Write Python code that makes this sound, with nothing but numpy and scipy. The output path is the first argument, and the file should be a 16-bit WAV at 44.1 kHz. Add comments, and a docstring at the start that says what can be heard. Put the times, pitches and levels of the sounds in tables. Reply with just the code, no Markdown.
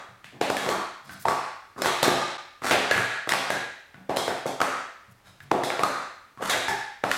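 """Fast cup stacking

Plastic cups are stacked up and swept down at speed on a table mat in a small, hard-walled room.
Each blow mixes a thud of the table, a hollow knock of the cup and a crack of its rim, all shaped clicks.
Nesting cups rattle and scrape (tiny catches over hiss), cups rock, the table hums and a brush hisses softly.
Echoes, standing waves and a dense tail ring after every blow; gain control and overload squash the loudest."""
import sys
import numpy as np
from scipy import signal
from scipy.fft import rfft, irfft
from scipy.io import wavfile
from scipy.ndimage import uniform_filter1d

SR = 44100
rng = np.random.default_rng(int(sys.argv[2]) if len(sys.argv) > 2 else 0)


def pcm_store(signal):
    """Save signal as 16-bit PCM."""
    levels = np.round(np.clip(np.atleast_2d(signal), -1, 1) * 32767)
    wavfile.write(sys.argv[1], SR, levels.astype(np.int16).T)


N = 316197
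LEAD_S = .3  # the sound is built from this long before time zero
SIZE = N + round(LEAD_S * SR)

# Cups land. Each row: time in seconds, table thud in dB, cup knock in dB, pitch of the hollow in Hz,
# freedom to ring from 0 to 1, rim crack in dB, and dB by which the blow faces the microphone.
LANDINGS = [(-.2, -19, -19, 1250, 0.35, -32, -5), (.243, -60, -42, 1800, 0.3, -55, 3),
            (.4125, -16, -20.5, 1630, 0.05, -32, 3.5), (.5, -17, -28, 1290, 0.16, -29, 2),
            (.567, -43, -25.5, 1740, 0.5, -31, 3.5), (.662, -23.5, -34, 1310, 0.05, -45, -6),
            (.689, -23.5, -18, 1150, 0.3, -27.5, 0), (1.093, -50.5, -37, 1545, 0.64, -54, 1.5),
            (1.254, -19, -15, 910, 0.43, -35.5, 1), (1.283, -17, -13.5, 1140, 0.32, -26, 2),
            (1.762, -44, -35.5, 1187, 0.9, -65, -4), (1.819, -29, -53, 1230, 0.2, -27.5, 3),
            (1.845, -22.5, -19, 1220, 0.3, -29, -4), (1.858, -17.5, -14, 1270, 0, -21, -1),
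            (2.029, -10.5, -15, 1310, 0, -12, -1), (2.079, -6.5, -15, 1203, 1, -19.5, 0),
            (2.619, -37, -32, 1270, .3, -48, -4), (2.643, -32, -28, 1340, 0.6, -36, 2),
            (2.71, -10, -8, 1590, 0, -20, -3.5), (2.911, -17, -7, 1698, 0.65, -22, 0.5),
            (2.977, -20.5, -17, 1450, 0.57, -25, 0.5), (3.273, -30.5, -43, 1280, 0.23, -48.5, 2.5),
            (3.291, -51, -24.5, 1347, .1, -25, 3), (3.32, -23.5, -17.5, 1450, 0, -29, 6),
            (3.335, -20.5, -22.5, 1150, .1, -26, 3.5), (3.503, -23.5, -21, 1655, 0.67, -28, 0),
            (3.545, -28.5, -25.5, 1647, 0.45, -64, -9), (3.943, -53, -46.5, 1495, 0.5, -70, 3),
            (4.094, -19.5, -31, 1600, 0.24, -44, -2), (4.162, -48, -40, 1240, 0, -34, 1),
            (4.169, -21, -24.5, 1120, 0.1, -23.5, 1), (4.279, -20.5, -24, 1530, 0.41, -34, 1),
            (4.457, -22, -52, 1260, .1, -47, -1), (4.464, -35, -35.5, 1370, 0.3, -34, -1.5),
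            (4.603, -24, -25, 1290, 0.4, -37, 3), (4.615, -16, -12.5, 1307, 0.42, -25, 3.5),
            (5.403, -67, -47, 1690, 0.57, -65, 7.5), (5.5145, -8.5, -17, 1000, 0.02, -35, 4),
            (5.635, -23, -34, 1250, 0, -26, 1.5), (5.702, -25.5, -24, 1400, 0.33, -47.5, 3),
            (5.793, -22, -23.5, 1230, 0.23, -38, -0.5), (5.834, -15.5, -12, 1257, 0.5, -24, 3.5),
            (6.374, -56, -40.5, 1150, 0.6, -61, -1), (6.424, -31, -29, 1290, 0.67, -52, 2.5),
            (6.497, -36, -22, 1330, 0, -17.5, -5), (6.682, -38, -20.5, 1728, 0.77, -28, -6),
            (7.038, -19, -21.5, 1320, 0.26, -38.5, 1.5), (7.091, -35, -37, 1230, 0.5, -46, 4),
            (7.114, -36, -17.5, 1450, 0.3, -26.5, 5.5)]
BLOW_S = .005  # the levels of a landing are averages (rms) over this time
# Colour of the rim's crack. Each row: frequency in Hz, relative level in dB per Hz.
RIM_COLOUR = [(100, -29.5), (500, 3), (2000, 3.5), (2750, -2.5), (3300, 2.5), (4100, 0), (5500, -2.5),
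              (8000, -4.5), (11000, -9), (14000, -14.5), (16000, -26.5)]
# The thin wall of a cup, rung by every crack. Each row: typical frequency in Hz,
# level in dB against the crack, time to fall by 60 dB in seconds.
WALL_NOTES = [(2140, -18, .03), (3146, -14, .018), (3920, -15, 0.0067), (5200, -17.5, .01)]
WALL_SPREAD = 0.042  # share by which the wall's notes typically differ from contact to contact
THUD_HZ, FIRM_DB = 538, -28.5  # pitch of a firm thud, and the level from which a thud is firm
THUD_OCTAVES_PER_DB = 0.05  # softer contacts are duller
# the table top flexes under a heavy blow, adding a deeper note that grows faster than the thud
FLEX_HZ, FLEX_Q, FLEX_DB, FLEX_DB_PER_DB = 363, 1.66, -22.5, .65
MAT_HZ = 1500  # the soft mat keeps treble above this out of the thud
KNOCK_OVER_HOLLOW = 1.073  # the broad knock is centred just above the hollow's note
HELD_Q, FREE_Q = 0.95, 2.51  # the knock narrows as the fingers let go
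HOLLOW_T60_S = 0.055  # time in which the hollow's note falls by 60 dB
ROCKING_Q = 3.3  # sharpness of the hollow of a rocking cup
# Diffuse tail of the room. Each row: frequency in Hz, dB over the direct sound before the slow build-up.
TAIL_LEVELS = [(70, 22.5), (130, 16), (175, 6), (230, 12.5), (310, 5), (380, 7), (490, -0.5), (640, 5),
               (810, 7), (1170, 5), (1450, 2.5), (2300, 5), (3500, 9), (13000, 6.5)]
# How long the tail lasts. Each row: frequency in Hz, time to fall by 60 dB in seconds.
TAIL_TIMES = [(150, 0.34), (640, 0.49), (1190, 0.64), (1800, 0.76), (4200, 0.7), (8000, 0.55),
              (13000, 0.35)]
# Standing waves of the room. Each row: frequency in Hz, starting level in dB against the direct sound,
# time to fall by 60 dB in seconds.
STANDING_WAVES = [(117.1, -39, 0.45), (141.2, -38.5, 0.46), (195.6, -44.5, 0.45), (264.2, -46.5, 0.42),
                  (358.6, -53.5, 0.51), (507.5, -55, 0.52), (565.6, -63, 0.73), (754, -55.5, 0.29),
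                  (1135, -58.5, 0.65), (1209, -55.5, 0.7)]
# Echoes of wall and ceiling. Each row: delay in seconds, level in dB.
WALL_ECHOES = [(.0088, -18.5), (.0148, -34), (0.024, -20), (.0295, -32)]
# Colour of the quiet room. Each row: frequency in Hz, relative level in dB per Hz.
HUSH_COLOUR = [(20, -9), (50, 2), (66, -19), (85, 4.5), (130, -5), (300, -5), (1000, -4), (3000, -13),
               (8000, -20.5), (16000, -25)]
HUSH_DB = -61.5  # level of the quiet room, rms
# Soft, deep bumps of the table. Each row: time in seconds, level in dB.
TABLE_BUMPS = [(.087, -49), (1.051, -61), (2.082, -39), (2.719, -22), (2.958, -22), (3.31, -41),
               (3.51, -40), (5.081, -48), (5.251, -51), (6.539, -35), (6.688, -38), (7.04, -37.5)]
# Low notes of the table. Each row: frequency in Hz, level in dB against the bump,
# time to fall by 60 dB in seconds.
TABLE_NOTES = [(97.6, -6, 0.31), (118.6, -0.5, 0.37), (143.7, -6.5, 0.33), (190, -2.5, .25)]
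# Cups slide over each other and the mat. Each row: start in seconds, end in seconds, thud in dB,
# knock in dB, pitch of the hollow in Hz, freedom to ring from 0 to 1, scrape in dB.
CUP_SLIDES = [(0.314, 0.387, -46.5, -69, 1200, .2, -76), (0.559, .78, -37, -35.5, 1100, 0.2, -43),
              (0.688, 0.796, -32.5, -27, 1125, 0.56, -50), (1.021, 1.215, -55.5, -58, 1350, 0.6, -54.5),
              (1.766, 1.82, -40, -41.5, 1170, 0.33, -48.5), (1.805, 1.93, -31, -32, 1260, 0.03, -37),
              (2.033, 2.116, -21.5, -14.5, 1170, 0.02, -33), (2.63, 2.747, -33, -31, 1460, 0.3, -31),
              (2.7, 2.78, -14, -18, 1410, 0.1, -58), (2.911, 3.018, -28.5, -24, 1600, 0.35, -39),
              (3.296, 3.38, -54, -25, 1212, 0, -51), (3.942, 4.037, -56.5, -67, 1260, 0.2, -87),
              (5.241, 5.314, -63, -57.5, 1440, 0.24, -57.5), (5.393, 5.49, -60, -71, 1210, .1, -67),
              (6.393, 6.438, -35, -44, 1160, 0.2, -61), (6.405, 6.527, -44, -35, 1320, 0.36, -37.5),
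              (6.477, 6.593, -26.5, -25.5, 1720, 0.36, -43), (7.061, 7.175, -53, -45, 1200, 0.26, -37.5)]
# Sleeves and fingers brush past the cups. Each row: start in seconds, end in seconds, level in dB.
CLOTH_BRUSHES = [(1.042, 1.065, -59), (1.106, 1.145, -47), (1.185, 1.253, -47), (5.095, 5.14, -64),
                 (5.408, 5.45, -61)]
# A cup is knocked while held in the air. Each row: time in seconds, level in dB.
KNOCKS_IN_AIR = [(6.682, -26.5)]
# What a held cup rings with. Each row: frequency in Hz, level in dB against the knock,
# time to fall by 60 dB in seconds.
HELD_CUP_NOTES = [(400.5, -3.5, 0.15), (821, 0.5, 0.18), (875, 1, 0.16), (894, -3, .15), (1800, -3, 0.069)]
# The whole sound dips for an instant. Each row: middle in seconds, half width in seconds, depth in dB.
LEVEL_DIPS = [(2.376, 0.0031, -16)]
TREBLE_EDGE_HZ = 16300  # nothing much is heard above this


def amp(db):
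    """Turns decibels into a factor for the wave."""
    return 10 ** (np.asarray(db) / 20)


def evened(x):
    """Scales to an average (rms) level of 1."""
    return x / np.sqrt(np.mean(x ** 2) + 1e-20)


def unit(x):
    """Scales to a total energy of 1."""
    return x / (np.linalg.norm(x) + 1e-20)


def read(points, hz):
    """Reads between the rows of a table, with frequency spaced as the ear hears it."""
    f, value = np.transpose(points)
    return np.interp(np.log(hz + 1), np.log(f + 1), value)


def add(mix, s, sound):
    """Mixes a sound in at time s; the track begins LEAD_S early."""
    start = max(round((s + LEAD_S) * SR), 0)
    part = mix[start:][:len(sound)]
    part += sound[:len(part)]


def mode(hz, t60):
    """One second of a sine that falls by 60 dB in t60 seconds."""
    t = np.arange(SR) / SR
    return np.sin(2 * np.pi * hz * t) * np.exp(-np.log(1000) * t / t60)


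def dying(hz, t60, rise_cycles=0.82, size=4096):
    """A short note of a cup that swells within about a cycle, at energy 1."""
    t = np.arange(size) / SR
    swell = 1 - np.exp(-(t * hz / rise_cycles) ** 2)
    return unit(mode(hz, t60)[:size] * swell)


def band(hz, q, size=4096):
    """Spectrum of a strongly damped resonance with steep skirts, at energy 1."""
    f = np.fft.rfftfreq(size, 1 / SR) + 1
    return unit(1 / (1 + (q * (f / hz - hz / f)) ** 2))


def causal(gain):
    """The sharpest click with this spectrum that makes no sound before its start, at energy 1."""
    cepstrum = irfft(np.log(np.maximum(gain, 1e-5)))
    half = len(cepstrum) // 2
    # folding the second half onto the first moves all sound after the start
    cepstrum[1:half] *= 2
    cepstrum[half + 1:] = 0
    return unit(irfft(np.exp(rfft(cepstrum))))


def rim(size=4096, uneven_db=.7):
    """Click of the thin plastic wall and its brief ring; every point of contact colours it a little."""
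    f = np.fft.rfftfreq(size, 1 / SR)
    smooth = uniform_filter1d(rng.standard_normal(len(f)), size=48)
    ripple = evened(uniform_filter1d(smooth, size=32))
    wall = np.zeros(size)
    for hz, db, t60 in WALL_NOTES:
        pitch_hz = hz * (1 + WALL_SPREAD * rng.standard_normal())
        wall += amp(db) * rng.choice([-1, 1]) * dying(pitch_hz, t60)
    click = causal(amp(read(RIM_COLOUR, f) + uneven_db * ripple))
    return unit(click + wall)


def body(thud_db, knock_db, hollow_hz, free, thud_q=1.07, board_hz=735, board_q=2.04, board_db=-5.0):
    """Table and cup answer a contact together; the table top has one clear note, a free cup's hollow rings."""
    free = np.clip(free, 0, .95)
    over_firm_db = thud_db - FIRM_DB
    thud_hz = THUD_HZ * 2 ** (THUD_OCTAVES_PER_DB * min(over_firm_db, 0))
    board = amp(board_db) * band(board_hz, board_q)
    flex = amp(FLEX_DB + FLEX_DB_PER_DB * over_firm_db) * band(FLEX_HZ, FLEX_Q)
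    # hypot adds energies
    thud = np.hypot(np.hypot(band(thud_hz, thud_q), board), flex)
    f = np.linspace(0, SR / 2, len(thud))
    thud = thud / np.hypot(1, (f / MAT_HZ) ** 2)
    # what the free hollow takes, the broad knock loses
    knock_q = HELD_Q + free * (FREE_Q - HELD_Q)
    knock = np.sqrt(1 - free ** 2) * band(hollow_hz * KNOCK_OVER_HOLLOW, knock_q)
    gain = np.hypot(amp(thud_db) * unit(thud), amp(knock_db) * knock)
    click = np.linalg.norm(gain) * causal(gain / gain.max())
    hollow = amp(knock_db) * free * dying(hollow_hz, HOLLOW_T60_S)
    return click + hollow


def chatter(length_s):
    """A rim never lands all at once: a swell of tiny touches, at energy 1."""
    u = np.arange(SR // 80) / SR / length_s
    return unit(rng.standard_normal(len(u)) * u * np.exp(-u))


def blows(near_thud_db=0.5, near_knock_db=-1.5, near_crack_db=0.4, lead_s=.0035, lead_db=-23):
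    """Cups land: one sound goes straight to the microphone (near), one is thrown into the room (far)."""
    near, far = np.zeros((2, SIZE))
    settle_s, chatter_s = .0011, .0014  # spread of the touches of body and rim
    for s, thud_db, knock_db, hollow_hz, free, crack_db, facing_db in LANDINGS:
        crack = amp(crack_db) * rim()
        near_body = body(thud_db + near_thud_db, knock_db + near_knock_db, hollow_hz, free)
        near_crack = amp(near_crack_db) * crack
        for click, length_s in (near_body, settle_s), (near_crack, chatter_s):
            touches = unit(np.convolve(click, chatter(length_s)))
            direct = np.linalg.norm(click) * touches
            add(near, s, amp(facing_db) * direct)
            # a faint copy of the blow comes just before it and softens its start
            add(near, s - lead_s, amp(lead_db) * direct)
        # over all directions the touches merge into one
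        add(far, s, body(thud_db, knock_db, hollow_hz, free) + crack)
    return np.sqrt(BLOW_S * SR) * np.array([near, far])


def wobbles(fade_s=0.029, level_db=-3):
    """A cup left free rocks on its rim after a blow: a dying patter of touches keeps its hollow sounding."""
    out, t = np.zeros(SIZE), np.arange(SR // 4) / SR
    for s, _, knock_db, hollow_hz, free, _, _ in LANDINGS:
        patter = rng.standard_normal(len(t)) * np.sqrt(t) * np.exp(-t / fade_s)
        rocking = unit(signal.fftconvolve(patter, causal(band(hollow_hz, ROCKING_Q))))
        add(out, s, amp(knock_db) * free ** 2 * rocking)
    return amp(level_db) * np.sqrt(BLOW_S * SR) * out


def tail(build_s=0.0062):
    """Dense reflections build up, then each band dies at its own speed."""
    hz, t, noise = signal.stft(rng.standard_normal(SR), SR, nperseg=1024)
    t60 = read(TAIL_TIMES, hz)[:, None]
    decay = np.exp(-np.log(1000) * t / t60)
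    decay = decay * np.sqrt(2 * np.log(1000) / (t60 * SR))  # long and short decays carry equal energy
    colour = amp(read(TAIL_LEVELS, hz))[:, None]
    wash = signal.istft(noise * decay * colour, SR)[1][:SR]
    build = 1 - np.exp(-(np.arange(SR) / SR / build_s) ** 2)
    return wash * build


def room(near, far, turn_s=.6, count=4):
    """Echoes and standing waves stay put; the diffuse tail slowly fades between a few random versions."""
    standing = sum(amp(db) * mode(hz, t60) for hz, db, t60 in STANDING_WAVES)
    out = near + signal.fftconvolve(far, standing)[:SIZE]
    for delay, db in WALL_ECHOES:
        add(out, delay - LEAD_S, amp(db) * near)
    # the versions take turns on a fixed clock, once round in turn_s
    place = np.arange(SIZE) / SR / turn_s * count
    for k in range(count):
        share = np.sin(np.pi / 2 * np.minimum((place - k) % count, 2))
        out += signal.fftconvolve(far * share, tail())[:SIZE]
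    return out


def hush():
    """Steady faint noise of the house: random noise given the colour of the quiet room."""
    hz = np.fft.rfftfreq(SIZE, 1 / SR)
    spectrum = rfft(rng.standard_normal(SIZE)) * amp(read(HUSH_COLOUR, hz))
    return amp(HUSH_DB) * evened(irfft(spectrum, SIZE))


def bumps(rise_s=0.0074):
    """The table is nudged and hums low: a few dying sines swell up softly together."""
    out, t = np.zeros(SIZE), np.arange(SR) / SR
    notes = sum(amp(db) * mode(hz, t60) for hz, db, t60 in TABLE_NOTES)
    hum = notes * (1 - np.exp(-t / rise_s))
    for s, db in TABLE_BUMPS:
        add(out, s, amp(db) * hum)
    return out


def slides(spread_db=1.5, rub=0.013, catch_db=-34, puff_hz=80, puff_db=-29, far_db=-5):
    """Cups slip into each other: a swell of tiny uneven catches over smooth rubbing (near and far)."""
    slips_per_s = 330
    out = np.zeros(SIZE)
    for start, end, *shape, scrape_db in CUP_SLIDES:
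        chance, strength, hiss = rng.random(SR), rng.exponential(1, SR), rng.standard_normal(SR)
        slip_size = amp(spread_db * np.minimum(strength, 2)) * np.sign(hiss)
        slips = (chance < slips_per_s / SR) * slip_size
        swell = signal.windows.cosine(round(np.clip(end - start, .01, 1) * SR))
        grip = min(amp(scrape_db - catch_db), 1)  # a light touch glides with weaker catches
        force = evened((grip * slips + rub * hiss)[:len(swell)]) * swell
        puff = amp(puff_db) * causal(band(puff_hz, 0.77))  # air squeezed out from between the cups
        contact = body(*shape) + amp(scrape_db) * (rim() + puff)
        add(out, start, signal.fftconvolve(force, contact))
    return np.array([out, amp(far_db) * out])


def brushes(hiss_hz=10000, hiss_q=0.39, grain_db=4.0):
    """A light brush of cloth or skin is a short swell of fine, high, grainy hiss."""
    out, colour = np.zeros(SIZE), causal(band(hiss_hz, hiss_q))
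    for start, end, db in CLOTH_BRUSHES:
        swell = signal.windows.cosine(round(np.clip(end - start, .01, 1) * SR))
        slow_noise = evened(uniform_filter1d(rng.standard_normal(SR), size=90))
        grains = amp(grain_db * slow_noise)
        hiss = evened(grains * rng.standard_normal(SR))
        add(out, start, amp(db) * signal.fftconvolve(hiss[:len(swell)] * swell, colour))
    return out


def held_cup(rise_cycles=1.0):
    """Clear of the mat, a knocked cup rings much longer: dying sines that swell within about a cycle."""
    out, t = np.zeros(SIZE), np.arange(SR) / SR
    ring = np.zeros(SR)
    for hz, db, t60 in HELD_CUP_NOTES:
        swell = 1 - np.exp(-(t * hz / rise_cycles) ** 2)
        ring += amp(db) * mode(hz, t60) * swell
    for s, db in KNOCKS_IN_AIR:
        add(out, s, amp(db) * ring)
    return out


def scene():
    """Cups in the room; the first blow falls just before time zero, so its ringing opens the sound."""
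    near, far = blows() + slides() + wobbles() + held_cup()
    sound = room(near, far) + brushes() + bumps() + hush()
    return sound[None, -N:]


def record(dry, attack_s=0.017, threshold_db=-29.0, squeeze=0.54, release_db_per_s=90, ceiling=0.34):
    """Gain control holds loud passages down, peaks clip, the level dips briefly, the top treble is cut."""
    t = np.arange(N) / SR
    keep = np.exp(-1 / (attack_s * SR))
    power = signal.lfilter([1 - keep], [1, -keep], dry[0] ** 2)
    power_db = 10 * np.log10(power + 1e-12)
    # the control follows rises, then lets go at a steady speed
    fall_db = t * release_db_per_s
    held_db = np.maximum.accumulate(power_db + fall_db) - fall_db
    over_db = np.maximum(held_db - threshold_db, 0)
    # it lags, so the first peaks of a blow get through and clip
    clipped = np.clip(dry * amp(-squeeze * over_db), -ceiling, ceiling)
    dip_db = sum(db * np.exp(-((t - s) / width) ** 2) for s, width, db in LEVEL_DIPS)
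    low_pass = signal.firwin(511, TREBLE_EDGE_HZ, window=("kaiser", 9), fs=SR)
    return signal.oaconvolve(clipped * amp(dip_db), low_pass[None], "same")


dry = scene()
out = record(dry)
pcm_store(out)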